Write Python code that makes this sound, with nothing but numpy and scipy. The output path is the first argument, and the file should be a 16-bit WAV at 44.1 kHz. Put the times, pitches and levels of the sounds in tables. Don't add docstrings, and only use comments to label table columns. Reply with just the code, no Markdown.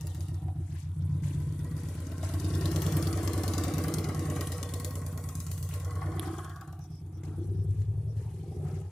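import sys
import numpy as np
from scipy import signal
from scipy.io import wavfile

SR = 44100
rng = np.random.default_rng(int(sys.argv[2]) if len(sys.argv) > 2 else 0)


def transcribe(signal):
    frames = np.atleast_2d(signal).T
    limited = np.clip(frames, -1, 1)
    pcm = np.round(limited * 32767).astype(np.int16)
    wavfile.write(sys.argv[1], SR, pcm)


def voltage_ratio(level):
    return 10 ** (np.asarray(level, float) / 20)


N = 392924

# time in seconds, engine cycles per second.
SPEED = [(0.0, 7.31), (0.75, 7.291), (1.41, 8.17), (1.84, 8.319), (2.37, 9.344), (2.84, 9.656),
         (3.82, 9.975), (4.44, 9.057), (4.87, 9.269), (5.29, 8.785), (5.63, 8.949), (6.13, 9.6),
         (6.41, 8.863), (6.61, 8.587), (7.01, 9.008), (8.06, 10.696), (8.53, 11.787), (8.91, 12.272)]
# time in seconds, dB below closest.
NEAR = [(0.0, -7.5), (0.55, -8), (0.82, -12), (1.09, -4), (1.34, -3.5), (2.06, -9.5), (2.5, -3),
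        (3.33, -2.5), (4.58, -9.5), (6.11, -6.5), (6.33, -12), (7.01, -16.5), (7.23, -13), (7.64, -0.5),
        (8.21, -3), (8.39, -8.5), (8.73, -7.5), (8.91, -10.5)]
# time in seconds, dB below full.
MIRROR = [(0.0, -15), (0.82, -17), (1.09, -3.5), (1.83, -13), (2.06, -19), (2.92, -1.5), (3.33, -20),
          (3.53, -17), (3.73, -11.5), (3.93, -7), (4.79, -16.5), (5.68, -13), (5.9, -19.5), (6.11, -9.5),
          (6.33, -17.5), (7.07, -21), (7.6, -12.5), (8.45, -16.5), (8.6, -10.5), (8.73, -7), (8.91, -23)]
# time in seconds, dB below full.
LOAD = [(0.0, -15.5), (.5, -15.5), (0.82, -23.5), (1.09, -13), (2.29, -10), (2.5, -1.5), (3.93, -0.5),
        (4.36, -3.5), (4.58, -14), (5.01, -13.5), (5.8, -21.5), (5.97, -14), (6.15, -3.5), (6.33, -4),
        (6.55, -20), (7.01, -22), (7.3, -14.5), (7.44, -11.5), (7.7, -15), (7.87, -22), (8.08, -19.5),
        (8.25, -19.5), (8.5, -13), (8.65, -11), (8.8, -16.5), (8.91, -30)]
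# time in seconds, loudest bark mode in Hz, rear minus front cylinder in dB,
# more of that difference in the higher modes in dB.
HEADING = [(0, 312, -3.5, 1), (.4, 315, 3, -6), (1, 302, -1, -3), (2, 275, -2, -5), (2.3, 310, -10.5, 5),
           (2.6, 335, 0, -5), (3.1, 335, 0.5, -7), (3.4, 322, -2, -10.5), (3.75, 315, 1, -9),
           (4.0, 335, -2.5, -8.5), (4.4, 307, 3.5, -14), (4.8, 275, -8, 3), (5.3, 267, 1, -3),
           (5.9, 313, -7.5, 2), (6.11, 335, -3.5, -5), (6.4, 348, -7.5, 3), (7, 308, 4.5, -12.5),
           (7.25, 326, -0.5, -13), (7.4, 349, -7.5, -9), (7.57, 390, -5, -1), (7.75, 376, -7.5, 2),
           (8.0, 390, -7.5, 4), (8.12, 467, -11, 12), (8.3, 375, -9, 9), (8.6, 394, 4.5, -9),
           (8.91, 394, -9, -12)]


def in_time(rows):
    s, *columns = np.transpose(rows)
    return [np.interp(np.arange(N) / SR, s, column) for column in columns]


def at_hz(points, hz):
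    point_hz, value = np.transpose(points)
    return np.interp(np.log(hz), np.log(point_hz), value)


def rms_one(x):
    return x / np.sqrt(np.mean(x ** 2) + 1e-20)


def left_right(db):
    return voltage_ratio(db / 2 * np.array([[1], [-1]]))


def filtered(x, order, hz, kind="low"):
    return signal.sosfilt(signal.butter(order, hz, kind, fs=SR, output="sos"), x)


def drift(rate):
    r = np.exp(-80 * np.pi * rate / SR)
    slow = signal.lfilter([1], [1, -2 * r, r * r], rng.standard_normal(N // 40 + 2002))[2000:]
    return np.interp(np.arange(N) / 40, np.arange(len(slow)), rms_one(slow))


def smeared(hz, width_hz):
    turn = 2 * np.pi * np.cumsum(hz * np.ones(N)) / SR
    return drift(width_hz) * np.sin(turn) + drift(width_hz) * np.cos(turn)


def noise_bank(spectrum, shape, alike_more=0.0):
    # frequency in Hz, likeness of left and right from 0 to 1.
    likeness = [(60, 0.98), (150, 0.75), (380, 1), (950, 0.31), (2380, 1), (5980, 0.061), (15000, 0.04)]
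    # frequency in Hz, left minus right in dB.
    ports = [(60, 0.0), (99, 3), (160, 9), (270, -23), (450, -7), (740, -2.5), (1220, 1), (2010, 5),
             (3330, 2.5), (5500, 12.5), (9080, -2), (15000, 4)]
    out, white = 0, rng.standard_normal((2, 2, N))
    low_hz, high_hz = spectrum[0][0], min(spectrum[-1][0], .45 * SR)
    edges = np.geomspace(low_hz, high_hz, round(2 * np.log2(high_hz / low_hz)) + 1)
    for k, (low, high) in enumerate(zip(edges, edges[1:])):
        mid, side = filtered(white[k % 2], 2, [low, high], "band")
        hz = np.sqrt(low * high)
        alike = np.clip(at_hz(likeness, hz) + alike_more, 0, 1)
        pair = np.sqrt(1 + alike) * mid + np.sqrt(1 - alike) * side * [[1], [-1]]
        out = out + voltage_ratio(at_hz(spectrum, hz)) * left_right(at_hz(ports, hz)) * shape() * pair
    return rms_one(out)


def swell(s, rise, fall):
    t = np.arange(N) / SR
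    return np.exp(-np.abs(t - s) / np.where(t < s, rise, fall))


def dying(clicks, ms):
    return signal.lfilter([1], [1, -np.exp(-1000 / (ms * SR))], clicks + 1e-18)


def hidden_db(spans):
    edge_s = 0.26
    return sum(np.interp(np.arange(N) / SR, [start - edge_s, start, end, end + edge_s], [0, change_db, change_db, 0])
               for start, end, change_db in spans)


def yard(x, wet_db):
    # delay in seconds, level in dB.
    echoes = [(.012, -7), (0.033, 0.5), (0.044, -17), (0.062, -6)]
    out = np.array([x, x])
    for delay, echo_db in echoes:
        for side in (0, 1):
            lag = round(delay * (1 + 0.0079 * side) * SR)
            out[side, lag:] += voltage_ratio(echo_db + wet_db) * x[:-lag]
    return out


def comb(pair):
    # delay in ms, its wander in ms, level in dB.
    detours = [(0.906, 0.11, -3), (2.298, 0.255, -3.5), (3.7, 0.142, -5.5), (6.1, 0.348, -5)]
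    out, n = pair.copy(), np.arange(N)
    for ms, wander_ms, level_db in detours:
        late = (ms + wander_ms * drift(0.886)) * SR / 1000
        for side in (0, 1):
            out[side] += voltage_ratio(level_db) * np.interp(n - late * (1 + 0.029 * side), n, pair[side])
    return out


def layer_db(name):
    layers = {"puff": (-47, 0.0, 1.0, 0.0), "hiss": (-51, 0.5, 0.52, -0.23),
              "clatter": (-43.5, 0.47, 0.13, 1.05), "whine": (-48.5, 0.0, 0.24, 1.2),
              "case": (-51, 0.63, 0.0, 0.65), "rasp": (-40, 0.29, 0.5, 0.5)}
    # time in seconds, dB below open.
    sight = [(0.0, -10.5), (.28, -17), (.55, -36.5), (1.8, -18), (2.18, -17), (2.3, -10), (2.92, -1),
             (3.12, -5), (3.9, -2), (4.14, -9.5), (4.4, -2.5), (4.85, -5.5), (5.05, -6), (5.68, -2),
             (6.11, -20.5), (6.4, -13.5), (7.1, -31), (8.91, -37.5)]
    # time in seconds, dB below broadside.
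    flank = [(0.0, -12), (.28, -14.5), (.47, -14.5), (.75, -23), (1.09, -15), (1.34, -13.5), (3.12, -4.5),
             (4.58, -4), (5.68, -12.5), (5.9, -1.5), (6.6, 0.5), (7.01, -27), (7.25, -14.5), (7.44, -21.5),
             (8.4, -26.5), (8.73, -14), (8.91, -18)]
    top_db, load_share, sight_share, flank_share = layers[name]
    seen_db = sight_share * in_time(sight)[0] + flank_share * in_time(flank)[0]
    return top_db + load_share * in_time(LOAD)[0] + seen_db


def open_air():
    # frequency in Hz, level in dB per Hz.
    air_spectrum = [(440, -36), (750, 10), (820, 6), (1860, -2), (4170, -42), (9960, -6.5), (15200, -25),
                    (16000, -30)]
    return voltage_ratio(-69) * noise_bank(air_spectrum, lambda: voltage_ratio(2.5 * drift(3.7)))


def sparrows():
    # time in seconds, pitch in Hz, length in seconds, level in dB.
    chirps = [
        (6.837, 5830, 0.063, -62),
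        (6.954, 5360, 0.11, -65.5),
        (7.162, 5700, 0.063, -69),
        (7.452, 5925, 0.12, -75),
        (7.597, 5450, 0.11, -73),
        (8.11, 5530, 0.049, -70),
        (8.19, 5600, .05, -77),
        (8.545, 5540, .07, -73),
    ]
    t, blur, out = np.arange(N) / SR, rng.standard_normal((2, N)), 0
    for s, hz, length, level_db in chirps:
        voice = rms_one(filtered(blur, 2, [hz - 350, hz + 350], "band"))
        out = out + voltage_ratio(level_db) * np.exp(-(2 * (t - s) / length) ** 4) * voice
    return out


def footsteps():
    # time in seconds, level in dB, rise in seconds, fall in seconds, left minus right in dB.
    steps = [(0.801, -55.5, 0.097, 0.051, 3.5), (1.237, -52.5, 0.0053, 0.16, 3),
             (1.78, -56.5, 0.016, 0.66, -0.5), (2.236, -47, 0.0029, 0.069, -3),
             (5.74, -48.5, 0.027, 0.059, -2), (6.242, -49.5, 0.028, 0.061, -1),
             (7.234, -59, 0.00065, 0.095, -1), (7.821, -64.5, 0.052, 0.035, 3),
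             (7.71, -66, .005, 0.085, -6), (8.17, -63, 0.0086, 0.35, 0), (8.69, -61, 0.07, 0.18, 4)]
    # frequency in Hz, level in dB per Hz.
    scuff = [(290, -55), (500, -30), (880, -0.5), (1030, -8), (1160, -19), (1360, -14), (1640, -6.5),
             (5550, -15.5), (8580, -6.5), (16000, -31)]
    shape = np.zeros((2, N))
    for s, level_db, rise, fall, pan_db in steps:
        shape += voltage_ratio(level_db) * left_right(pan_db) * swell(s, rise, fall)
    return shape * noise_bank(scuff, lambda: voltage_ratio(3.6 * drift(45)), alike_more=-0.54)


def heels():
    # time in seconds, level in dB, rise in seconds, fall in seconds, pitch in Hz.
    heel_falls = [
        (7.236, -58.5, 0.00089, .008, 2110),
        (7.27, -56.5, 0.018, 0.1, 796),
        (7.33, -66, 0.079, .08, 1370),
        (8.27, -65, 0.067, .08, 898),
        (8.68, -60, .03, .06, 1336),
        (8.74, -62, .002, .008, 2170),
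    ]
    return sum(voltage_ratio(level_db) * swell(s, rise, fall) * smeared(hz, 120.0)
               for s, level_db, rise, fall, hz in heel_falls)


def pebbles():
    # time in seconds, peak in dB, left minus right in dB.
    snaps = [
        (.917, -52, -3),
        (6.195, -22.5, -8),
        (6.1992, -34, 1),
        (7.236, -50, 4),
        (7.709, -58, 2),
        (8.74, -56, 0),
    ]
    clicks = np.zeros((2, N))
    for s, peak_db, pan_db in snaps:
        clicks[:, [round(s * SR) + 40]] = voltage_ratio(peak_db) * left_right(pan_db)
    out = 0
    for hz, width_hz, level_db in [(3380, 500, 19.2), (10600, 1100, 19.3), (1880, 880, 8)]:
        r = np.exp(-np.pi * width_hz / SR)
        rise = [(1 - r * r) / 2, 0, (r * r - 1) / 2]
        ring = [1, -2 * r * np.cos(2 * np.pi * hz / SR), r * r]
        out = out + voltage_ratio(level_db) * signal.lfilter(rise, ring, clicks + 1e-18)
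    return out


def ground_thud():
    return voltage_ratio(-53.5 + 0.6 * in_time(NEAR)[0] + hidden_db([(0.0, 6.8, -5)])) * smeared(48.6, 5.5)


def firings():
    start_cycle = -.52
    rear_fires = .5625
    crank = start_cycle + np.cumsum(in_time(SPEED)[0]) / SR
    turns = np.arange(-1, crank[-1] - 1)
    at = np.searchsorted(crank, np.ravel([turns + rear_fires, turns + 1], "F"))
    earlier = round((-1 - start_cycle) / SPEED[0][1] * SR)
    return np.append(earlier, at), np.arange(len(at) + 1) % 2 == 1


def pops_db(at):
    # time in seconds, change in dB.
    pops = [(.07, 2.5), (.148, 6.5), (.207, 4.5), (.285, 4), (2.446, -3), (2.506, -5), (2.657, 1.5),
            (2.865, -0.5), (2.924, -1), (2.969, 1), (3.073, 0), (3.174, -1), (3.232, -2), (3.277, 2.5),
            (2.762, 1), (2.821, 1.5), (3.027, 1.5), (3.129, 1), (3.334, 4), (3.435, 3.5), (3.482, 4.5),
            (3.537, 6), (3.581, 4), (3.638, 4.5), (3.682, 0.5), (3.739, 1), (3.782, 1), (3.839, -1),
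            (3.941, 4.5), (4.148, 1.5), (4.254, -5), (4.362, -3), (4.41, 3), (4.52, 3), (4.582, -3),
            (4.691, -2), (4.739, 5.5), (4.8, 3), (4.847, 6), (4.955, 2), (5.017, -7), (5.128, -7),
            (5.25, -4), (5.29, 1.5), (5.354, 3.5), (5.403, 1.5), (5.516, 3.5), (5.628, 0), (5.69, -2)]
    out = np.zeros(N)
    for s, change_db in pops:
        out[at[np.argmin(np.abs(at - s * SR))]] = change_db
    return out[at]


def burst(at, rear, rear_db, spread_db, crack_ms, tail_ms, tail_db, blunt_db=0, extra_db=0):
    clicks = np.zeros(N)
    clicks[at] = voltage_ratio(spread_db * rng.standard_normal(len(at)) + (rear - .5) * rear_db + extra_db)
    spit = dying(dying(clicks, 0.041), crack_ms)
    return voltage_ratio(blunt_db) * spit / spit.mean() * crack_ms / 50 + voltage_ratio(tail_db) * dying(clicks, tail_ms)


def engine_pumping(at, rear):
    # start in seconds, end in seconds, change in dB.
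    gaps = [
        (0.0, .5, 0),
        (2.4, 4.4, 1.5),
        (6.42, 6.65, -5.5),
    ]
    shake = burst(np.minimum(at + 150, N - 1), rear, rear_db=-2.0, spread_db=3.5,
                  crack_ms=9.2, tail_ms=49.0, tail_db=-11.5)
    return 0.69 * voltage_ratio(hidden_db(gaps)) + shake


def valve_clatter(pumping):
    # frequency in Hz, level in dB per Hz.
    clatter_spectrum = [(500, -54), (850, -5), (987, -5), (1140, 2), (1280, -4.5), (1730, -7.5),
                        (1940, -26), (2640, -16), (2800, -23), (3640, -57), (6160, -120)]
    # start in seconds, end in seconds, loss in dB.
    top_dips = [
        (5.9, 6.8, -15),
    ]
    rattle = noise_bank(clatter_spectrum, lambda: voltage_ratio(1.16 * drift(3.0)))
    clatter = rms_one(comb(pumping ** .9 * rattle))
    lower, upper = filtered(clatter, 4, 2150), filtered(clatter, 4, 2150, "high")
    return voltage_ratio(layer_db("clatter")) * (lower + voltage_ratio(hidden_db(top_dips)) * upper)


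def gear_whine(pumping):
    # time in seconds, low band in Hz, middle band in Hz, its level in dB, high band in Hz, its level in dB.
    gears = [(0, 940, 1336, -26, 1850, -1), (1.3, 1005, 1545, -2, 1916, -30),
             (1.7, 1002, 1507, -8, 1920, -1), (2.2, 1060, 1550, 0.5, 1935, -11),
             (3.0, 1153, 1630, -12, 2041, -33), (3.8, 1130, 1658, -13, 2080, -9),
             (4.5, 1107, 1580, -14, 1880, -6), (5.1, 1077, 1557, -22, 1916, -9.5),
             (5.8, 1075, 1560, -13, 1952, -7.5), (6.2, 1132, 1596, -18, 2090, -19),
             (6.45, 1095, 1640, -3.5, 2050, -30), (6.65, 1143, 1635, -12, 1980, -38),
             (8.91, 1263, 1703, -16, 2100, -22)]
    # start in seconds, end in seconds, change in dB.
    overtone_fades = [
        (4.2, 5.4, -32),
        (7.0, 8.3, -3),
    ]
    low_hz, middle_hz, middle_db, high_hz, high_db = in_time(gears)
    whine = smeared(low_hz, 38.0) + voltage_ratio(middle_db) * smeared(middle_hz, 63.0)
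    whine = whine + voltage_ratio(high_db) * pumping ** .6 * smeared(high_hz, 55)
    whine = whine + voltage_ratio(-8.0 + hidden_db(overtone_fades)) * smeared(1.3 * low_hz, 48)
    return voltage_ratio(layer_db("whine")) * pumping ** .6 * whine


def gear_case(pumping):
    # time in seconds, pitch in Hz, change in dB.
    case_curve = [(0, 761, 1), (.35, 740, 3), (.49, 742, 14.5), (.6, 734.5, 4), (1.9, 654, 13),
                  (2.1, 629, 17), (2.4, 664, 2), (3, 729, -0.5), (6.2, 740, 2.5), (6.5, 735, 4.5),
                  (6.8, 754, 11), (7.1, 734, -1), (7.75, 740, 0), (7.95, 750, -19), (8.15, 760, -3),
                  (8.4, 775.5, 7), (8.6, 764, 9), (8.8, 770, 8), (8.91, 841, 17)]
    # start in seconds, end in seconds, loss in dB.
    trailer = [
        (0.94, 2.0, -17),
    ]
    case_hz, case_db = in_time(case_curve)
    return voltage_ratio(layer_db("case") + hidden_db(trailer)) * voltage_ratio(case_db) * pumping * smeared(case_hz, 57)


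def shed_sheet(pumping):
    # start in seconds, end in seconds, gain in dB.
    sheet = [
        (6.25, 6.5, 23),
    ]
    return voltage_ratio(-88 + hidden_db(sheet)) * pumping * smeared(3250, 280)


def puffs_and_tyres(at, rear):
    # frequency in Hz, level in dB per Hz.
    puff_spectrum, hiss_spectrum = [(880, -53), (1500, -15), (2610, -15), (2860, -4), (4000, -8),
                                    (4640, -1.5), (5940, 3.5), (7690, -12), (10900, 3), (16000, -10)], [(1530, -31), (2600, -1), (2830, -2), (3800, -3.5),
                                                  (4560, -5), (8200, -4), (9760, 0.5), (14900, -26),
                                                  (16000, -18)]
    # start in seconds, end in seconds, change in dB.
    blunted = [
        (1.45, 2.2, 2),
        (5.17, 6.3, -3),
        (7.3, 8.0, -4.5),
    ]
    # start in seconds, end in seconds, loss in dB.
    vines = [
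        (1.4, 2.15, -1),
        (4.95, 5.65, -6.5),
        (6.9, 7.7, -4),
    ]
    # from Hz, to Hz.
    vines_hz = [2330, 6500]
    blunt_db, extra_db = hidden_db(blunted) + 0.16 * drift(5.9), pops_db(at)

    def spit():
        return burst(at, rear, rear_db=-1.5, blunt_db=blunt_db, extra_db=extra_db, spread_db=2.0,
                     crack_ms=0.95, tail_ms=48.0, tail_db=-21.5)

    puffs = noise_bank(puff_spectrum, spit, alike_more=0.55)
    hiss = noise_bank(hiss_spectrum, lambda: voltage_ratio(2.0 * drift(0.53) + 3.3 * drift(36)))
    bright = comb(voltage_ratio(layer_db("puff")) * puffs + voltage_ratio(layer_db("hiss")) * hiss)
    middle = signal.sosfiltfilt(signal.butter(2, vines_hz, "band", fs=SR, output="sos"), bright)
    return bright + (voltage_ratio(hidden_db(vines)) - 1) * middle


def machine(at, rear):
    pumping = engine_pumping(at, rear)
    metal = valve_clatter(pumping) + gear_whine(pumping) + gear_case(pumping) + shed_sheet(pumping)
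    return puffs_and_tyres(at, rear) + metal


def spikes(at):
    clicks = np.zeros(N)
    spike_db = layer_db("puff")[at] + 22 + .5 * pops_db(at) + 2.1 * rng.standard_normal(len(at))
    clicks[at] = -voltage_ratio(spike_db)
    return filtered(clicks + 1e-18, 2, [300, 1500], "band")


def pipe(at, rear, modes, stretch, spread_db, detune, linger, lean=0):
    _, heading_db, more_db = in_time(HEADING)
    rear_db = heading_db + lean * more_db - 0.33 * in_time(MIRROR)[0]
    slowness = (10.2 / in_time(SPEED)[0]) ** linger
    out, t, lead = np.zeros(N + SR), np.arange(SR // 9) / SR, SR // 5
    for cylinder, table in enumerate(modes):
        own = at[rear == cylinder]
        now = np.maximum(own, 0)
        for hz, level_db, ms, start_ms in table:
            chance = rng.standard_normal((len(own), 2))
            age = np.outer(1000 / (ms * slowness[now]), t)
            gains = voltage_ratio(level_db + spread_db * chance[:, 0] + (cylinder - .5) * rear_db[now])
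            pitch = hz * stretch[now] * (1 + detune * chance[:, 1])
            rings = age * np.exp(-age) * np.sin(2 * np.pi * np.outer(pitch, t))
            for i, gain, ring in zip(own + lead + round(start_ms * SR / 1000), gains, rings):
                out[i:i + len(t)] += gain * ring
    return rms_one(out[lead:lead + N])


def low_pipes(at, rear, stretch):
    # pitch in Hz, level in dB, swell in ms, start after the firing in ms.
    boom_modes = [
        [(61, -4.7, 9.9, 1.2), (93, 12.3, 17.1, -3.7), (110, -2.0, 26.0, 2.2)],
        [(66, -0.6, 15.3, 5.4), (89, 9.4, 25.3, -2.1), (113, 5.2, 13.6, -3.0)],
    ]
    second_modes = [
        [(154.3, 6, 8.6, -3.5)],
        [(150.4, 9.7, 11.3, -3.5), (138.9, 1.5, 43, -2)],
    ]
    # time in seconds, left minus right in dB.
    turning = [(0, -.2), (1.6, .4), (4, -.3), (6.9, -.3), (7.6, 1.8), (8.2, 1.1), (8.91, .5)]
    boom = pipe(at - round(4.4 * SR / 1000), rear, boom_modes, stretch,
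                spread_db=0.23, detune=0.012, linger=1.45)
    second = pipe(at - round(6.3 * SR / 1000), rear, second_modes, stretch ** 0.033,
                  spread_db=1.2, detune=0.018, linger=0.6)
    low = yard(voltage_ratio(-28 + in_time(NEAR)[0]) * boom, -24.5)
    low = low + voltage_ratio(-27 + in_time(MIRROR)[0]) * rms_one(yard(second, -6.5)[0])
    low = filtered(low, 2, 230)
    return low * left_right(in_time(turning)[0])


def rasp(at, rear, stretch):
    # pitch in Hz, level in dB, swell in ms, start after the firing in ms.
    rasp_modes = [(475.5, -3, 13.3, 0.45), (436.7, -6.5, 7.4, 0.31), (555, -6.5, 6.6, 0.65),
                  (612.7, -8, 9.1, 0.77)]
    # start in seconds, end in seconds, change in dB.
    rasp_changes = [
        (0.0, .85, -1.5),
        (2.35, 2.5, -8),
        (5.35, 5.55, -8.5),
        (6.35, 7.3, -19.5),
        (8.03, 8.13, 13.5),
        (8.55, 8.75, 14),
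    ]
    late = (np.where(rear, 28, 12.12) * SR / 1000).astype(int)
    rings = pipe(np.minimum(at + late, N - 1), rear, [rasp_modes, rasp_modes[1:]], stretch ** 0.4,
                 spread_db=2.5, detune=0.02, linger=0.55, lean=0.31)
    return voltage_ratio(layer_db("rasp") + hidden_db(rasp_changes)) * rms_one(yard(rings, -9.0))


def bark(at, rear, stretch):
    # pitch in Hz, level in dB, swell in ms, start after the firing in ms.
    bark_modes = [(315, 6, 1.37, -1.21), (224.8, -3.5, 4.9, -5.5), (275, -3.5, 7.6, -3.5),
                  (374.3, -7.5, 11.7, 0.1)]
    # start in seconds, end in seconds, change in dB.
    thinned = [
        (0.0, .8, -6),
        (5.95, 6.45, -5),
        (7.1, 7.85, 1),
        (8.4, 8.91, -2.5),
    ]
    broad = pipe(at, rear, [bark_modes, bark_modes], stretch,
                 spread_db=2.46, detune=0.033, linger=0.15, lean=0.66)
    top_modes = [[(0.96, 0, 4.5, 0), (0.97, -1.1, 5.7, 31.0)], [(0.96, 0, 4.3, 0)]]
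    top = pipe(at - round(5.7 * SR / 1000), rear, top_modes, in_time(HEADING)[0],
               spread_db=2.5, detune=0.02, linger=0.48, lean=0.99)
    both = voltage_ratio(hidden_db(thinned)) * broad + voltage_ratio(3.0) * top
    return voltage_ratio(-36 + in_time(LOAD)[0]) * rms_one(yard(both, -6.0))


def truck_echo(at, rear, stretch):
    bounce = (.036, -57, 0.99)
    delay, echo_db, until = bounce
    modes = [[], [(335, 3.0, 6.4, 4.0), (234, 2, 3.9, -2.5), (466, -24.5, 3.8, 3.5), (656, -12, 3.6, 10.0)]]
    echo = pipe(np.minimum(at + round(delay * SR), N - 1), rear, modes, stretch,
                spread_db=1.0, detune=0.028, linger=0.0)
    return voltage_ratio(echo_db + hidden_db([(until, N / SR, -30)])) * echo


def exhaust(at, rear):
    # time in seconds, main boom mode in Hz.
    boom_pitch = [(0, 92.3), (1.1, 89.8), (2.8, 92.4), (6.8, 94.15), (7.25, 96.3), (7.9, 101), (8.2, 100.9),
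                  (8.5, 98.6), (8.91, 96)]
    stretch = in_time(boom_pitch)[0] / 92
    high = rasp(at, rear, stretch) + bark(at, rear, stretch) + truck_echo(at, rear, stretch)
    return low_pipes(at, rear, stretch) + filtered(high, 2, 800)


def scene():
    at, rear = firings()
    surroundings = open_air() + sparrows() + footsteps() + heels() + pebbles()
    motorcycle = ground_thud() + machine(at[1:] - 60, rear[1:]) + spikes(at[1:]) + exhaust(at, rear)
    return surroundings + motorcycle


def roll_off(x):
    return signal.sosfilt(signal.butter(12, 16470, fs=SR, output="sos"), x)


def record(dry):
    mix = filtered(dry, 3, 48, "high")
    mix = signal.sosfilt(signal.cheby2(8, 50, 16700, fs=SR, output="sos"), mix)
    return roll_off(mix)


dry = scene()
out = record(dry)
transcribe(out)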